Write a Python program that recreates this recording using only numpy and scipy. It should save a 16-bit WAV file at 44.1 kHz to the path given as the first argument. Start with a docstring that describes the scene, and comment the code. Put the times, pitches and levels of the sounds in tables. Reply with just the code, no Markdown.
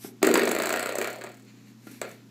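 """A spring door stop, flicked by a puppy in a small tiled room, thrashes, settles into a buzzing boing,
then is pawed and snaps once more. Coil slaps drive filtered ticks, a dispersed wire clang and a door
knock and boom, with modal after-rings and dense reflections. Paw bumps are filtered contacts; soft
hisses (brush or sniff, sniffing breath, spring scraping) are shaped noise. Behind: a low hum of
wavering sines, noise for room air and rumble."""
import sys
import numpy as np
from scipy import signal
from scipy.fft import rfft, irfft
from scipy.io import wavfile
from scipy.ndimage import uniform_filter1d

SR = 44100
rng = np.random.default_rng(int(sys.argv[2]) if len(sys.argv) > 2 else 0)


def generate_wav(signal):
    """Clip the signal to [-1, 1] and save it as 16-bit WAV at the path in sys.argv[1]."""
    frames = np.transpose(np.atleast_2d(signal))
    scaled = np.clip(frames, -1, 1) * 32767
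    pcm = np.round(scaled).astype(np.int16)
    wavfile.write(sys.argv[1], SR, pcm)


N = 101430

# slap strength through the boing: time_s, boom_db, knock_db, clang_db, tick_db
BOING_LEVELS = [(.55, -22.5, -25.5, -24.5, -26.5), (.63, -27, -30, -26, -22), (.72, -28.5, -23, -23.5, -23),
                (.8, -34.5, -29, -27, -26.5), (.87, -47, -25, -23, -26), (.925, -56, -30, -29.5, -35),
                (.955, -43, -24, -30.5, -25.5), (.985, -23.5, -24, -26.5, -23),
                (1.02, -36, -34.5, -22, -27.5), (1.075, -59, -26, -27.5, -31), (1.13, -50, -41, -57, -35.5),
                (1.185, -48, -37, -47, -47), (1.212, -35, -49, -35.5, -41),
                (1.24, -35.5, -35.5, -39.5, -38), (1.261, -50, -41.5, -38.5, -48),
                (1.29, -45, -59, -66, -48), (1.36, -61, -81, -64, -51), (1.46, -51, -67.5, -78, -59)]
# door knock through the boing: time_s, pitch_hz
KNOCK_PITCH = [(.55, 652), (.72, 637), (.88, 526), (1, 564), (1.25, 652)]
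# second slap against the first: boom_db, knock_db, clang_db, tick_db
REBOUND_LEVELS = [-5, 1.9, 1.65, -6.5]
# further change of the second slap as the swing narrows: time_s, gain_db
REBOUND_FORCE_CURVE = [(.56, 2), (.64, 3), (.87, -5), (.94, -10), (1.04, -6), (1.25, 2.5)]
FIRST_SWING_S, SWING_COUNT = .5497, 31
PERIOD_S, PERIOD_SHRINK_S, PERIOD_MIN_S = .0363, .000475, .0263  # shrink per swing
REBOUND_S, REBOUND_SHRINK_S, REBOUND_MIN_S = .0143, .00044, .0058  # lag of the second slap
REBOUND_PITCH_RATIO = .97
TIME_SPREAD_S, LEVEL_SPREAD_DB, LOG_PITCH_SPREAD = .0003, 1, .1  # standard deviations


def swings():
    """Two slaps a swing; the swing shortens and the pair closes up as the spring calms."""
    n = np.arange(SWING_COUNT)
    period_s = np.maximum(PERIOD_S - PERIOD_SHRINK_S * n, PERIOD_MIN_S)
    first_s = FIRST_SWING_S + np.cumsum(period_s) - period_s
    second_s = first_s + np.maximum(REBOUND_S - REBOUND_SHRINK_S * n, REBOUND_MIN_S)

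    level_s, *level_columns = np.transpose(BOING_LEVELS)
    first_db = np.transpose([np.interp(first_s, level_s, column) for column in level_columns])
    force_db = np.interp(first_s, *np.transpose(REBOUND_FORCE_CURVE))[:, None]
    second_db = first_db + REBOUND_LEVELS + force_db
    pitch_hz = np.interp(first_s, *np.transpose(KNOCK_PITCH))

    chance = rng.standard_normal((2 * SWING_COUNT, 6))
    slap_s = np.r_[first_s, second_s] + TIME_SPREAD_S * chance[:, 0]
    slap_db = np.vstack([first_db, second_db]) + LEVEL_SPREAD_DB * chance[:, 1:5]
    slap_hz = np.r_[pitch_hz, pitch_hz * REBOUND_PITCH_RATIO]
    slap_hz = slap_hz * np.exp(LOG_PITCH_SPREAD * chance[:, 5])
    return np.column_stack([slap_s, slap_db, slap_hz])


# single coil slaps: start_s, boom_db, knock_db, clang_db, tick_db, knock_pitch_hz
SINGLE_SLAPS = [(.2285, -9.5, -14.5, -14, -15.5, 660), (.2438, -15, -56, -18.5, -46, 550),
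                (.2485, -25, -48, -22, -24, 450), (.2692, -19, -23, -38, -17, 680),
                (.2722, -13.5, -20.5, -18, -40, 447), (.2892, -12.5, -19, -25, -29, 620),
                (.305, -27, -16.5, -47, -36, 394), (.3132, -30, -37, -22.5, -27.5, 400),
                (.3405, -11.5, -15.5, -18.5, -14.5, 413), (.3553, -14, -20, -10, -26, 734),
                (.371, -40, -27, -40, -54, 545), (.3745, -19.5, -24.5, -40, -21, 417),
                (.3943, -22.5, -19, -16, -24.5, 460), (.419, -15.5, -30, -19.5, -33, 640),
                (.4335, -16.5, -24, -28, -28.5, 430), (.4538, -23.5, -24.5, -36, -23, 464),
                (.474, -27, -18.5, -18.5, -40, 665), (.4773, -25, -38, -30, -25.5, 500),
                (.491, -23, -28, -45, -24.5, 460), (.5125, -23.5, -32, -23.5, -28, 465),
                (.5155, -40, -19, -26, -19, 676), (.529, -20, -31.5, -27.5, -55, 543),
                (.943, -53, -27.5, -49, -69, 674), (.97, -40, -30, -35, -63, 550),
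                (1.0015, -25.5, -33, -42, -62, 420), (1.0233, -30, -35, -39, -31, 636),
                (2.0153, -32, -25, -27, -27, 574), (2.0212, -50, -47, -39, -55, 633),
                (2.0262, -35, -57, -32.5, -52, 527), (2.0315, -49, -44, -43, -62, 476),
                (2.092, -67, -60, -57, -46, 505), (2.1045, -52, -59, -52, -63, 493),
                (2.1135, -41, -74, -45.5, -43.5, 507)]
# colour of the door boom: freq_hz, gain_db
BOOM_COLOUR = [(30, -42), (110, -36.5), (170, -21), (240, -7.5), (370, 1), (460, 1.5), (700, -24.5),
               (2000, -71)]
# colour of the wire clang: freq_hz, gain_db
CLANG_COLOUR = [(300, -37.5), (700, 0.5), (900, -7.5), (1350, 1), (2450, -2.5), (3000, -12), (3700, -12.5),
                (4400, -9), (5300, -24), (12000, -47)]
# colour of the coil tick: freq_hz, gain_db
TICK_COLOUR = [(1500, -25), (3300, -29), (4400, -6.5), (5300, -12), (6800, -1.5), (7900, 2.5),
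               (9300, -10.5), (11000, -9.5), (11900, -4), (13000, -14), (14800, -7.5), (16000, -7)]
BOUNCE_MIN_S, BOUNCE_MAX_S, BOUNCE_DB = .002, .0045, -9.5  # coils bounce once after a slap
TICK_TRIM_DB, CLANG_TRIM_DB, KNOCK_TRIM_DB, BOOM_TRIM_DB = -3, -2, -.5, -4
KNOCK_LAG_S, BOOM_LAG_S = .00064, .00089
WET_BODY_DB, WET_CLANG_DB, WET_TICK_DB = -4, -4.5, -8


def spring():
    """Slapping coils tick first and clang along the wire; the door's knock and boom follow."""
    slaps = np.vstack([SINGLE_SLAPS, swings()])
    start_s, boom_db, knock_db, clang_db, tick_db, knock_hz = slaps.T

    bounce_s = start_s + rng.uniform(BOUNCE_MIN_S, BOUNCE_MAX_S, len(start_s))
    bounces = contacts(bounce_s, tick_db + BOUNCE_DB, spread_s=.00097, scatter=3.3)
    tick_blows = contacts(start_s, tick_db, spread_s=.0012, scatter=5.2)
    tick = amp(TICK_TRIM_DB) * ring(tick_blows + bounces, TICK_COLOUR)

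    clang_blows = contacts(start_s, clang_db, spread_s=.0016, scatter=1)
    chirps = dispersed(clang_blows + chatter(clang_blows))
    clang = amp(CLANG_TRIM_DB) * ring(chirps, CLANG_COLOUR)

    knock = amp(KNOCK_TRIM_DB) * knocks(start_s + KNOCK_LAG_S, knock_db, knock_hz)
    boom_blows = contacts(start_s + BOOM_LAG_S, boom_db, spread_s=.0029, scatter=.82)
    boom = amp(BOOM_TRIM_DB) * ring(boom_blows, BOOM_COLOUR)

    body = boom + knock
    ringing = door_ring(body + clang) + wire_ring(tick + clang)
    wet = amp(WET_BODY_DB) * body + amp(WET_CLANG_DB) * clang + amp(WET_TICK_DB) * tick
    return body + clang + tick + ringing + room(wet, build_s=.0032)


CHATTER_PER_S, CHATTER_FADE_S, CHATTER_DB = 700, .029, -4.5


def chatter(blows):
    """Loose coils touch at random, with an energy that fades after each blow."""
    keep = np.exp(-1 / (CHATTER_FADE_S * SR))
    energy = signal.lfilter([1 - keep], [1, -keep], blows ** 2)
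    hits = rng.random(N) < CHATTER_PER_S / SR
    signs = rng.choice([-1, 1], N)
    touches = hits * signs * amp(rng.uniform(-2.1, 1.5, N))
    return amp(CHATTER_DB) * np.sqrt(energy) * evened(touches)


GLIDE_S, GLIDE_TOP_HZ = .0026, 3500  # lag two octaves below the top; no lag above it


def dispersed(x):
    """Low notes travel slower along the wire, so each click becomes a short falling chirp."""
    hz = np.fft.rfftfreq(2 * N, 1 / SR)
    slowness = np.sqrt(GLIDE_TOP_HZ / np.maximum(hz, 500))
    lag_s = GLIDE_S * np.maximum(slowness - 1, 0)
    phase = -2 * np.pi * np.cumsum(lag_s) * hz[1]  # integrated group delay
    return irfft(rfft(x, 2 * N) * np.exp(1j * phase))[:N]


KNOCK_RISE_S = .0013  # envelope peak


def knocks(times_s, levels_db, pitches_hz):
    """The door panel gives a few quickly dying swings under each slap."""
    out = np.zeros(N)
    t = np.arange(SR // 40) / SR
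    for start_s, level_db, pitch_hz in zip(times_s, levels_db, pitches_hz):
        wave = t * np.exp(-t / KNOCK_RISE_S) * np.sin(2 * np.pi * pitch_hz * t)
        add(out, start_s, -10 * amp(level_db) * wave / np.linalg.norm(wave))
    highpass = signal.butter(3, 260, "high", fs=SR, output="sos")
    return signal.sosfilt(highpass, out)


# door modes: freq_hz, level_db
DOOR_MODES = [(200, -4), (243, 0.5), (274.5, -4), (320, -3.5), (329.4, -4), (365, -9), (388.5, -4),
              (417, -8), (443, -6.5), (465, -5.5), (527, -10), (607, -17.5), (648, -10.5), (678, -12.5),
              (728, -7.5), (962, -7.5), (1404, 1), (1927, -0.5)]
DOOR_RING_DB, DOOR_T60_S = -50.5, .5


def door_ring(x):
    """The struck door rings on in its own modes."""
    return amp(DOOR_RING_DB) * after_ring(x, DOOR_MODES, DOOR_T60_S)


# wire modes: freq_hz, level_db
WIRE_MODES = [(4240, -5.5), (4350, -3), (4540, -13), (7520, -20), (7730, -26), (7940, -27)]
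WIRE_RING_DB, WIRE_T60_S = -60, .92


def wire_ring(x):
    """The struck wire leaves a thin, high after-ring."""
    return amp(WIRE_RING_DB) * after_ring(x, WIRE_MODES, WIRE_T60_S)


def after_ring(x, modes, t60_s):
    """Modes that ring on after every blow; the lowest lasts t60_s, higher ones die sooner."""
    t = np.arange(SR) / SR
    lowest_hz = modes[0][0]
    response = np.zeros(SR)
    for hz, level_db in modes:
        decay_db = -60 * t / t60_s * np.sqrt(hz / lowest_hz)
        response += amp(level_db + decay_db) * np.sin(2 * np.pi * hz * t)
    return signal.fftconvolve(x, response)[:N]


# paw bumps: start_s, thud_db, knock_db, scuff_db, claw_db
PAW_BUMPS = [(.046, -32, -40, -45.5, -50), (0.0601, -38.5, -65, -48, -62), (0.2185, -29, -38, -36, -80),
             (1.869, -32, -58, -42.5, -48), (1.9139, -49, -61, -56, -43)]
# colour of a paw thud: freq_hz, gain_db
THUD_COLOUR = [(30, -45), (110, -23), (180, -10), (380, 6), (500, -11), (900, -23), (2000, -63)]
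# colour of a claw tick: freq_hz, gain_db
CLAW_COLOUR = [(1500, -15), (4400, -18), (6000, -12), (15000, -14)]
PAW_KNOCK_HZ, PAW_DRY_DB, PAW_WET_DB = 750, -1.5, -5


def paws():
    """Soft paws thud and scuff on the spring, claws tick, and the door behind knocks and rings."""
    start_s, thud_db, knock_db, scuff_db, claw_db = np.transpose(PAW_BUMPS)
    thud = ring(contacts(start_s, thud_db, spread_s=.0018, scatter=1), THUD_COLOUR)
    knock = knocks(start_s, knock_db, np.full(len(start_s), PAW_KNOCK_HZ))
    scuff = ring(contacts(start_s, scuff_db, spread_s=.0047, scatter=3.6), CLANG_COLOUR)
    claw = ring(contacts(start_s, claw_db, spread_s=.0039, scatter=3), CLAW_COLOUR)
    bumps = thud + knock + scuff + claw
    reflections = amp(PAW_WET_DB) * room(bumps, build_s=.0017)
    return amp(PAW_DRY_DB) * bumps + reflections + door_ring(bumps)


# soft hisses: middle_s, half_length_s, dull_db, bright_db
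SOFT_HISSES = [(.052, 0.031, -58.5, -43.5), (1.49, 0.017, -57.5, -91), (1.577, 0.056, -62, -91),
               (1.69, 0.028, -60.5, -67), (1.925, 0.063, -55, -55.5), (2.116, 0.04, -81, -59)]
# colour of the dull hiss: freq_hz, gain_db
DULL_COLOUR = [(300, -9), (900, 0), (2400, 12), (3300, 0), (4300, 10), (5200, -6), (7000, 5.5), (9000, -14),
               (15000, -12)]
# colour of the bright hiss: freq_hz, gain_db
BRIGHT_COLOUR = [(1000, -11), (4500, -5.5), (5900, 0), (7000, -8), (8000, 0), (10000, -6), (12100, 3.5),
                 (13200, -9), (15000, -10), (15600, -25)]
HISS_TRIM_DB = -2


def hisses():
    """Swells of noise: a paw brush or sniff, the puppy's sniffing breath, then the spring scraping."""
    t = np.arange(N) / SR
    dull, bright = noise(DULL_COLOUR), noise(BRIGHT_COLOUR)
    out = np.zeros(N)
    for middle_s, half_length_s, dull_db, bright_db in SOFT_HISSES:
        swell = np.exp(-((t - middle_s) / half_length_s) ** 2 / 2)
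        out += swell * (amp(dull_db) * dull + amp(bright_db) * bright)
    return amp(HISS_TRIM_DB) * out


# decay of the reflections: freq_hz, t60_s
ROOM_DECAY = [(200, 0.37), (530, 0.31), (1400, 0.15), (3700, 0.54), (8000, 0.087), (14000, 0.42)]


def room(x, build_s):
    """Dense reflections from tiles and walls, each band dying at its own speed."""
    t = np.arange(SR) / SR
    hz, frame_s, bands = signal.stft(rng.standard_normal(SR), SR, nperseg=256)
    decay = amp(-60 * frame_s / read(ROOM_DECAY, hz)[:, None])
    tail = signal.istft(bands * decay, SR, nperseg=256)[1][:SR]
    build = 1 - np.exp(-(t / build_s) ** 2)
    spectrum = rfft(tail * build)
    smooth_power = uniform_filter1d(abs(spectrum) ** 2, size=45)
    tail = build * irfft(spectrum / np.sqrt(smooth_power), SR)  # level spectrum
    return signal.fftconvolve(x, tail[:SR // 2])[:N]


# hum tones: freq_hz, level_db
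HUM_TONES = [(120, -57), (210, -58.5), (240, -66), (271, -63)]
LOWEST_WAVER_HZ, UPPER_WAVER_HZ = .2, 5  # rms


def hum():
    """A mains hum: a nearly steady lowest tone under slightly wavering upper tones."""
    t = np.arange(N) / SR
    out = np.zeros(N)
    for k, (hz, level_db) in enumerate(HUM_TONES):
        drift = evened(uniform_filter1d(rng.standard_normal(N), size=3000))
        waver_hz = (UPPER_WAVER_HZ if k else LOWEST_WAVER_HZ) * drift
        cycles = hz * t + np.cumsum(waver_hz) / SR + rng.random()
        out += amp(level_db) * np.sqrt(2) * np.sin(2 * np.pi * cycles)
    return out


# colour of the room air: freq_hz, gain_db
AIR_COLOUR = [(25, -54), (80, -46), (140, -7), (234, 0), (572, -21), (1770, -24.5), (2690, -26.5),
              (7380, -28), (8480, -36.5), (13900, -34), (16000, -47)]
AIR_DB = -56


def air():
    """Faint room air: steady coloured noise."""
    return amp(AIR_DB) * noise(AIR_COLOUR)


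# colour of the rumble: freq_hz, gain_db
RUMBLE_COLOUR = [(20, -14), (220, 0), (1500, -45)]
RUMBLE_DB = -80


def rumble():
    """Very faint low noise, drawn afresh for each channel."""
    return amp(RUMBLE_DB) * noise(RUMBLE_COLOUR)


def amp(db):
    """Decibels to gain."""
    return 10 ** (np.asarray(db) / 20)


def evened(x):
    """Scales to rms 1."""
    return x / np.sqrt(np.mean(x ** 2) + 1e-20)


def read(points, hz):
    """Reads a table on a log-frequency axis."""
    point_hz, value = np.transpose(points)
    return np.interp(np.log(hz + 1), np.log(point_hz + 1), value)


def add(mix, start_s, sound):
    """Mixes a sound in at a time."""
    part = mix[max(round(start_s * SR), 0):][:len(sound)]
    part += sound[:len(part)]


def noise(colour):
    """Steady noise of rms 1 with the given colour."""
    gain = amp(read(colour, np.fft.rfftfreq(N, 1 / SR)))
    return evened(irfft(rfft(rng.standard_normal(N)) * gain, N))


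def ring(x, colour, size=4096):
    """Causal minimum-phase filter of unit energy with the given colour."""
    hz = abs(np.fft.fftfreq(size, 1 / SR))
    log_gain = np.log(amp(read(colour, hz)))
    response = np.fft.ifft(np.exp(np.conj(signal.hilbert(log_gain)))).real[:size // 2]
    return signal.fftconvolve(x, response / np.linalg.norm(response))[:N]


def contacts(times_s, levels_db, spread_s, scatter):
    """Each blow is one push followed by a short random scatter of smaller contacts."""
    out = np.zeros(N)
    t = np.arange(SR // 50) / SR
    for start_s, level_db in zip(times_s, levels_db):
        burst = rng.standard_normal(len(t)) * np.sqrt(t / spread_s) * np.exp(-t / spread_s)
        burst *= scatter / np.linalg.norm(burst)
        burst[0] += 1
        add(out, start_s, 10 * amp(level_db) * burst / np.sqrt(1 + scatter ** 2))
    return out


# left over right: freq_hz, difference_db
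CHANNEL_BALANCE = [(150, 0), (300, .9), (550, .1), (1000, 0)]


def scene():
    """Sums all sources, almost equal in both channels, with separate rumble in each."""
    spectrum = rfft(spring() + paws() + hisses() + hum() + air())
    half_db = read(CHANNEL_BALANCE, np.fft.rfftfreq(N, 1 / SR)) / 2
    left = irfft(spectrum * amp(half_db), N) + rumble()
    right = irfft(spectrum * amp(-half_db), N) + rumble()
    return np.array([left, right])


EDGE_HZ = 15600


def record(dry):
    """The recorder's band limit: a linear-phase low-pass at EDGE_HZ."""
    lowpass = signal.firwin(255, EDGE_HZ, window=("kaiser", 9), fs=SR)
    return signal.oaconvolve(dry, lowpass[None], "same")


dry = scene()
out = record(dry)
generate_wav(out)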